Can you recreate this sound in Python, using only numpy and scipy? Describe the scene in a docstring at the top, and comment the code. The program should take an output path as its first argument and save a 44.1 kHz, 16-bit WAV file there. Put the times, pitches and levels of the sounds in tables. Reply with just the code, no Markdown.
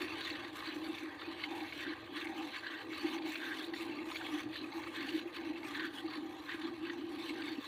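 """An open yard with a far rumble and a faint murmur: milk jets plunge into the froth of a metal bucket.
The broken jet patters as random drops that ring the bucket's notes, from a gurgle up to a fine spray.
Deep plunges drag air under and make the air over the milk hum and slosh.
Single splats are short noise bursts; gulps of trapped air are low notes that swell and die away."""
import sys
import numpy as np
from scipy import signal
from scipy.fft import rfft, irfft, next_fast_len
from scipy.io import wavfile

SR = 44100
rng = np.random.default_rng(int(sys.argv[2]) if len(sys.argv) > 2 else 0)


def transcribe(signal):
    """Save signal, clipped to [-1, 1], as a 16-bit WAV file at the path in sys.argv[1]."""
    frames = np.atleast_2d(signal).T
    limited = np.clip(frames, -1, 1)
    pcm = np.round(limited * 32767).astype(np.int16)
    wavfile.write(sys.argv[1], SR, pcm)


N = 338247


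def from_db(db):
    """Turns a level in dB into a gain."""
    return 10 ** (np.asarray(db) / 20)


def rms_one(x):
    """Scales a sound to an average (rms) strength of 1."""
    return x / np.sqrt(np.mean(x ** 2) + 1e-20)


def resonate(x, hz, width):
    """Lets x ring one note, as a struck object does: a narrow filter with gain 1 at its peak."""
    r = np.exp(-np.pi * width / SR)
    top = np.array([1, 0, -1]) * (1 - r * r) / 2
    return signal.lfilter(top, [1, -2 * r * np.cos(2 * np.pi * hz / SR), r * r], x)


def coloured(x, spectrum):
    """Boosts and cuts the pitches of x along a curve of (f/Hz, level/dB) points; rms 1."""
    hz, level_db = np.transpose(spectrum)
    size = next_fast_len(N)
    grid = np.fft.rfftfreq(size, 1 / SR) + 1  # +1 avoids log(0)
    gain = from_db(np.interp(np.log(grid), np.log(hz), level_db))
    return rms_one(irfft(rfft(x, size) * gain, size)[:N])


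def wander(spread_db, rate):
    """A gain that drifts at random: smoothed noise read as dB; a higher rate (Hz) drifts faster."""
    step = 40  # samples between noise values
    r = np.exp(-2 * np.pi * rate * step / SR)
    noise = rng.standard_normal(N // step + 1002)
    slow = signal.lfilter([1], [1, -2 * r, r * r], noise)[1000:]  # skip the filter's start
    gain = from_db(spread_db * rms_one(slow))
    return np.interp(np.arange(N) / step, np.arange(len(slow)), gain)


def drops(spread_db, count):
    """Single clicks at random moments, with very uneven sizes, as droplets land; rms 1."""
    sizes = from_db(spread_db * np.minimum(rng.exponential(1, count), 5))
    signed = sizes * rng.choice([-1, 1], count)
    return rms_one(np.bincount(rng.integers(0, N, count), signed, N) + 1e-9)


def ring_notes(modes, spread_db, wander_db, wander_rate, big_drops=0):
    """Random clicks ring each note, which swells and fades by itself; big drops strike all at once."""
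    out = 0
    for hz, width, level_db in modes:
        blows = drops(spread_db, count=30000) * wander(wander_db, wander_rate) + big_drops
        # two filters in a row give steeper sides
        note = resonate(resonate(blows, hz, 1.28 * width), hz, 1.28 * width)
        out = out + from_db(level_db) * note
    return rms_one(out)


def swell_db(starts, holds, levels_db, rest_db, attack_s, release_s):
    """Level over time of events that rise, hold and fall back; their power adds to a resting level."""
    t = np.arange(0, N + 100, 100) / SR
    early = np.maximum(starts[:, None] - t, 0)
    late = np.maximum(t - (starts + holds)[:, None], 0)
    shape = np.exp(-(early / attack_s) ** 2 - (late / release_s) ** 2)
    gains = from_db(levels_db)[:, None] * shape
    power = from_db(rest_db) ** 2 + np.sum(gains ** 2, axis=0)
    return np.interp(np.arange(N) / SR, t, 10 * np.log10(power))


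# slow drift of the yard: t/s, murmur level/dB, far rumble level/dB
YARD_DRIFT = [(0, -57, -64), (1, -60, -67.5), (2, -59.5, -66.5), (2.7, -60, -67.5), (3.3, -58.5, -68),
              (4.8, -58.5, -66), (6.4, -62, -65.5), (7.67, -61, -67)]


def yard_levels():
    """The murmur and the rumble slide slowly from one level to the next (dB)."""
    s, *levels = np.transpose(YARD_DRIFT)
    return [np.interp(np.arange(N) / SR, s, level) for level in levels]


# tone of the far rumble: f/Hz, level/dB per Hz (relative)
YARD_TONE = [(15, -52), (25, -32), (66, -5.5), (101, 0), (124, -0.5), (151, -7.5), (182, -13), (240, -9.5),
             (310, -14), (530, -120)]


def yard_rumble(level_db):
    """Far rumble: low noise whose strength wanders."""
    return from_db(level_db) * wander(1.7, 4.7) * coloured(rng.standard_normal(N), YARD_TONE)


# low notes of the yard's murmur: f/Hz, nominal width/Hz, level/dB (relative)
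MURMUR_NOTES = [(405.5, 150, -0.5), (502.3, 18, 2.5), (615, 102, -2.5)]


def yard_murmur(level_db):
    """A faint murmur of the yard on a few low notes, with no surges."""
    return from_db(level_db) * ring_notes(MURMUR_NOTES, 2.5, 2, 6)


# a jet plunges deep and drags air under: t/s, hold t/s, hum level/dB, slosh level/dB
PLUNGE_EVENTS = [(-0, 0.0041, -37, -58), (0.127, 0.018, -45.5, -53.5), (0.354, 0.11, -50, -61),
                 (0.727, 0.17, -43.5, -56.5), (1.044, 0.002, -44.1, -81.1), (1.304, 0.015, -46.5, -57),
                 (1.469, 0.16, -46, -51), (1.86, 0.002, -43, -65), (2.124, 0.002, -44.1, -63),
                 (2.277, 0.16, -44.6, -52.5), (2.855, 0.059, -47.2, -82), (3.045, 0.21, -42, -52),
                 (3.4, 0.34, -46.5, -61.5), (3.834, 0.24, -45.5, -58.5), (4.225, 0.12, -47.5, -55.5),
                 (4.456, 0.0063, -42.5, -81), (4.631, 0.002, -41, -69), (4.74, 0.087, -47.5, -57),
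                 (5.008, 0.18, -42, -64), (5.413, 0.26, -45.3, -57.5), (5.787, 0.069, -45, -80.8),
                 (5.96, 0.11, -47, -56), (6.188, 0.074, -43, -77), (6.326, 0.045, -50, -54.5),
                 (6.633, 0.045, -39.5, -59), (6.83, 0.35, -43.5, -62), (7.323, 0.21, -44, -59.5)]
PLUNGE_ATTACK_S, PLUNGE_RELEASE_S = 0.039, 0.063
HUM_REST_DB, SLOSH_REST_DB = -53, -61.5  # between plunges


def plunge_levels():
    """Each plunge lifts the hum and the slosh together, each by its own amount (dB)."""
    s, hold, *levels = np.transpose(PLUNGE_EVENTS)
    return [swell_db(s, hold, level_db, rest_db, PLUNGE_ATTACK_S, PLUNGE_RELEASE_S)
            for level_db, rest_db in zip(levels, [HUM_REST_DB, SLOSH_REST_DB])]


# lowest notes of the air over the milk: f/Hz, nominal width/Hz, level/dB (relative)
HUM_NOTES = [(327.6, 46, 3.5), (310.5, 43, -9), (359, 33.5, -3.5)]


def hum(level_db):
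    """The air over the milk hums; this lowest note stops sharply on its upper side."""
    steep = signal.cheby2(4, 24, 430, fs=SR, output="sos")
    air = ring_notes(HUM_NOTES, 1.5, 0.77, 19.0)
    return from_db(level_db) * rms_one(signal.sosfilt(steep, air))


# next notes of the air over the milk: f/Hz, nominal width/Hz, level/dB (relative)
SLOSH_NOTES = [(782.7, 60, 0.9), (871, 154, -3.5)]


def slosh(level_db):
    """The plunges also ring the next, higher notes of the air over the milk."""
    return from_db(level_db) * ring_notes(SLOSH_NOTES, 4.35, 2.9, 9.9)


# gulps of air that boom in the bucket: t/s, swell level/dB, f/Hz, nominal length t/s
AIR_GULPS = [(0.311, -41, 305, 0.023), (0.671, -37.5, 323, 0.039), (0.767, -38, 313, 0.072),
             (1.273, -42, 322, 0.034), (2.222, -37, 322, 0.04), (3.042, -28.5, 321, 0.04),
             (3.63, -43, 341, 0.11), (3.889, -34, 328, 0.058), (3.979, -31.5, 327, 0.044),
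             (4.319, -33, 302, 0.1), (4.729, -37.5, 328, 0.14), (4.869, -40, 329, 0.065),
             (5.125, -31, 317.7, 0.093), (5.252, -36, 344, 0.044), (5.49, -33.5, 307, 0.064),
             (5.632, -44, 300, 0.023), (6.032, -36, 318.3, 0.11), (6.173, -35.5, 308, 0.024),
             (6.543, -36.5, 313, 0.021), (6.625, -39, 321, 0.054), (6.867, -43, 309, 0.045),
             (6.992, -39, 284, 0.051), (7.241, -41.5, 324, 0.031), (7.302, -32, 307, 0.036),
             (7.389, -37.5, 309, 0.09), (7.58, -32, 286, 0.029)]


def gulps():
    """Each pocket of air is a pure tone that swells and dies away near the bucket's lowest note."""
    t = np.arange(8000) / SR
    out = np.zeros(N + len(t))
    for s, peak_db, hz, length in AIR_GULPS:
        u = t / (0.26 * max(length, .01))  # the swell peaks at u = 1
        swell = (u * np.exp(1 - u)) ** 2
        at = round(s * SR)
        out[at:at + len(t)] += from_db(peak_db) * swell * np.sin(2 * np.pi * hz * t)
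    return out[:N]


# surges of spatter as a jet breaks up on the froth: t/s, hold t/s, patter level/dB,
# then measured against the patter: spray level/dB, churn level/dB, ring level/dB, gurgle level/dB
SPATTER_SURGES = [(-0.005, 0.019, -48, -12.5, 0.5, 0, -5), (0.07, 0.083, -55.5, -13.5, -1, 4, -1),
                  (0.195, 0.096, -50, -13.5, -2.5, -0.5, -5.7), (0.36, 0.1, -54.5, -14.5, 3, 2.5, -3),
                  (0.575, 0.037, -52.5, -9.5, -0.4, -1.2, 1), (0.671, 0.0089, -47.5, -16.5, 0, -2, -6.5),
                  (0.739, 0.29, -57, -11.5, -1.5, 1.7, -5), (1.046, 0.082, -62, -33, 8, -4, 2),
                  (1.215, 0.1, -56.5, -20, 1.6, -0.6, -3.5), (1.4, 0.029, -51.5, -15.4, -2.5, 1.7, -3.5),
                  (1.52, 0.29, -57, -10, -0.4, 1.7, -11), (1.819, 0.087, -51.5, -22, 4, -4.5, -7),
                  (1.96, 0.062, -59.3, -31, 2.7, 1.5, -2), (2.171, 0.02, -49.5, -17, 1, -3.5, -3),
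                  (2.246, 0.056, -63.5, -5, 10, 8.5, -0.8), (2.383, 0.091, -56, -9, -4, 2.5, 0),
                  (2.554, 0.008, -52, -15, 2, 0, -3.5), (2.647, 0.14, -54, -17, 6, -2.3, -4.5),
                  (2.942, 0.2, -52.5, -13, -1.5, 1.8, -3.5), (3.278, 0.084, -53, -9.5, -1.4, 3, -6.9),
                  (3.436, 0.077, -51, -13.8, 5.5, -2.6, -4.8), (3.556, 0.068, -49.5, -13, -4, -6, -7),
                  (3.779, 0.032, -51, -11, -7.5, 0, -8), (3.895, 0.089, -57.5, -19, -3.3, 3.1, -4),
                  (4.077, 0.03, -58, -5, 0, 3, 3.5), (4.16, 0.0019, -50.5, -10.3, -6, -4, -17),
                  (4.246, 0.15, -52, -10.5, -2.5, -1, -3), (4.566, 0.003, -48.5, -20, -8, -3.5, -15),
                  (4.635, 0.003, -56.7, -16, -8, -1, 2), (4.76, 0.26, -59.5, -9, 0, 4.5, 2.5),
                  (4.966, 0.087, -52, -14, 3, -0.5, -6), (5.097, 0.087, -51, -13.5, -4, -2.5, -11),
                  (5.363, 0.003, -52, -14.5, -0.9, 0, -7), (5.445, 0.11, -61.5, -15, -1, 6, -13),
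                  (5.672, 0.071, -56.5, -7, 2, 3, 1), (5.761, 0.079, -49, -17, 5.5, -3.2, -8),
                  (5.923, 0.066, -57, -10, 1.5, -13, -5), (6.122, 0.019, -50, -16.5, -0.5, -1, -2),
                  (6.326, 0.17, -65, -8.5, -20, -2, 2), (6.516, 0.004, -50.5, -16.0, 4.5, 0, -2.3),
                  (6.615, 0.052, -55, -17, 0, -4, -2.9), (6.876, 0.0099, -55.5, -18, 2.5, -4, -3),
                  (7.125, 0.15, -59, -12.5, -15.1, -2, -4), (7.253, 0.025, -52.5, -15.5, -6, -5, -9),
                  (7.367, 0.14, -52.5, -15, 0, -2, -10), (7.633, 0.007, -51.5, -14.5, -4, -4, -3)]
SURGE_ATTACK_S, SURGE_RELEASE_S = 0.035, 0.045
# between surges:
PATTER_REST_DB, SPRAY_REST_DB, CHURN_REST_DB, RING_REST_DB, GURGLE_REST_DB = -61, -75, -61.5, -62, -61.5


def surge_levels():
    """Each surge lifts patter, spray, churn, ring and gurgle together, before the flutter (dB)."""
    s, hold, patter_db, *against = np.transpose(SPATTER_SURGES)
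    rests = [PATTER_REST_DB, SPRAY_REST_DB, CHURN_REST_DB, RING_REST_DB, GURGLE_REST_DB]
    return [swell_db(s, hold, patter_db + more_db, rest_db, SURGE_ATTACK_S, SURGE_RELEASE_S)
            for more_db, rest_db in zip([0] + against, rests)]


# gurgling notes: f/Hz, nominal width/Hz, level/dB (relative)
GURGLE_NOTES = [(1049, 104, -3.5), (1180, 132, -3.5)]


def gurgle(level_db, flutter):
    """Droplets ring the lowest notes of the spatter."""
    return from_db(level_db) * flutter ** 0.74 * ring_notes(GURGLE_NOTES, 1.7, 2.1, 21.0)


# churning notes: f/Hz, nominal width/Hz, level/dB (relative)
CHURN_NOTES = [(1591, 203, 0), (1757, 115, 0), (1913, 116, 0.011)]


def churn(level_db, flutter, big):
    """Small and big drops ring the notes above the gurgle."""
    return from_db(level_db) * flutter ** 0.63 * ring_notes(CHURN_NOTES, 2.6, 2.8, 24, 0.28 * big)


# ringing notes of the bucket: f/Hz, nominal width/Hz, level/dB (relative)
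RING_NOTES = [(2208, 220, 1.5), (2513, 150, -1), (2691, 110, 0)]


def ring(level_db, flutter, big):
    """Small and big drops set the bucket ringing."""
    return from_db(level_db) * flutter ** 1.06 * ring_notes(RING_NOTES, 3.8, 3.75, 25, 0.73 * big)


def wall_ring(x, width, wander_db, wander_rate, count):
    """The thin wall has dense, uneven high notes that light up at random, each by itself."""
    pitches = np.linspace(4900, 15700, count) + rng.normal(0, 40, count)
    return sum(wander(wander_db, wander_rate) * resonate(x, hz, width) for hz in pitches)


# tone curve laid over the spray: f/Hz, level/dB (relative)
SPRAY_TONE = [(2880, -8), (4900, -9.5), (5260, -7), (6160, -4), (6940, -8), (10800, -9), (12500, -11.5),
              (15300, -10.5)]


def spray(level_db, flutter):
    """A mist of fine drops rings the thin wall, giving a bright fizz."""
    mist = wall_ring(drops(3.2, count=100000), 110, 5.7, 10.0, count=62)
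    return from_db(level_db) * flutter ** 1.5 * coloured(mist, SPRAY_TONE)


# pattering notes: f/Hz, nominal width/Hz, level/dB (relative)
PATTER_NOTES = [(3006, 294, 2.5), (3334, 84, 4), (3606, 185, 3), (4014, 267, 2), (4450, 196, -2)]


def patter(level_db, flutter, big):
    """The broken jet patters on the surface: small and big drops ring high notes."""
    return from_db(level_db) * flutter ** 0.91 * ring_notes(PATTER_NOTES, 3.15, 4.0, 10.2, 0.6 * big)


# single loud splats: t/s, peak level/dB, f/Hz
LOUD_SPLATS = [(0.078, -35.5, 2650), (0.207, -35, 3820), (0.273, -33, 1940), (0.302, -33.5, 4300),
               (0.352, -36, 1880), (0.443, -40, 2050), (0.67, -37, 4400), (0.863, -38, 2270),
               (0.9403, -40, 2300), (0.979, -38, 2250), (1.2146, -36, 1520), (1.394, -38, 1860),
               (1.4359, -27, 2180), (1.603, -38, 2280), (1.723, -33.5, 2240), (2.1686, -35.5, 1850),
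               (2.2687, -34.5, 2210), (2.5598, -34, 2240), (2.664, -35, 1600), (2.929, -35, 1590),
               (3.1816, -38, 2620), (3.2196, -38.5, 2220), (3.3538, -29.5, 2300), (3.501, -46, 1700),
               (3.641, -37.5, 3600), (3.735, -33.5, 1920), (3.759, -38, 1870), (4.1138, -33, 1140),
               (4.156, -30, 2300), (4.166, -34.5, 3540), (4.211, -35.5, 1520), (4.528, -43, 1900),
               (4.5549, -34.5, 1820), (4.722, -40, 2180), (4.834, -38, 2240), (4.868, -37, 1200),
               (5.003, -35, 1670), (5.086, -32, 2770), (5.365, -36, 1190), (5.573, -44, 2260),
               (5.6295, -39.5, 2190), (5.746, -35, 1720), (5.7937, -30.5, 1740), (5.843, -43, 1740),
               (6.077, -40.5, 1140), (6.106, -44, 1140), (6.491, -34.5, 1730), (6.851, -37.5, 2650),
               (6.896, -32, 1880), (7.418, -36.5, 2650), (7.6163, -54, 1910)]
SPLAT_RISE_S, SPLAT_S = 0.001, 0.009  # rise time; time by which the burst has faded to about a third


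def splats():
    """A short noise burst rings its own pitch and cracks through the bucket's notes; froth dulls it."""
    t = np.arange(2000) / SR
    out = np.zeros(N + len(t))
    shape = np.minimum(t / SPLAT_RISE_S, 1) * np.exp(-(t / SPLAT_S) ** 4)
    froth = signal.ellip(4, 1, 24, [1000, 4600], "band", fs=SR, output="sos")
    for s, peak_db, hz in LOUD_SPLATS:
        burst = rng.standard_normal(len(t)) * shape
        crack = sum(from_db(level_db) * resonate(burst, note_hz, width)
                    for note_hz, width, level_db in CHURN_NOTES + RING_NOTES + PATTER_NOTES)
        sound = signal.sosfilt(froth, resonate(burst, hz, 146) + 0.12 * crack)
        at = round(s * SR)
        out[at:at + len(t)] += from_db(peak_db) * sound / np.abs(sound).max()
    return out[:N]


def scene():
    """Adds all layers; a shared flutter of the breaking jet moves the bright ones together."""
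    murmur_db, rumble_db = yard_levels()
    hum_db, slosh_db = plunge_levels()
    patter_db, spray_db, churn_db, ring_db, gurgle_db = surge_levels()
    flutter = wander(0.8, 28) * wander(1.4, 72)
    big = drops(2.5, count=1500)
    yard = yard_rumble(rumble_db) + yard_murmur(murmur_db)
    low = hum(hum_db) + slosh(slosh_db) + gulps()
    bright = gurgle(gurgle_db, flutter) + churn(churn_db, flutter, big) + ring(ring_db, flutter, big)
    bright = bright + spray(spray_db, flutter) + patter(patter_db, flutter, big)
    return (yard + low + bright + splats())[None]


HISS_DB, CUTOFF_HZ = -83, 15530


def record(dry):
    """The microphone adds its steady hiss; the very top is then cut steeply."""
    hiss = from_db(HISS_DB) * rng.standard_normal(N)
    top_cut = signal.ellip(14, .5, 60, CUTOFF_HZ, fs=SR, output="sos")
    return signal.sosfilt(top_cut, dry + hiss)


dry = scene()
out = record(dry)
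transcribe(out)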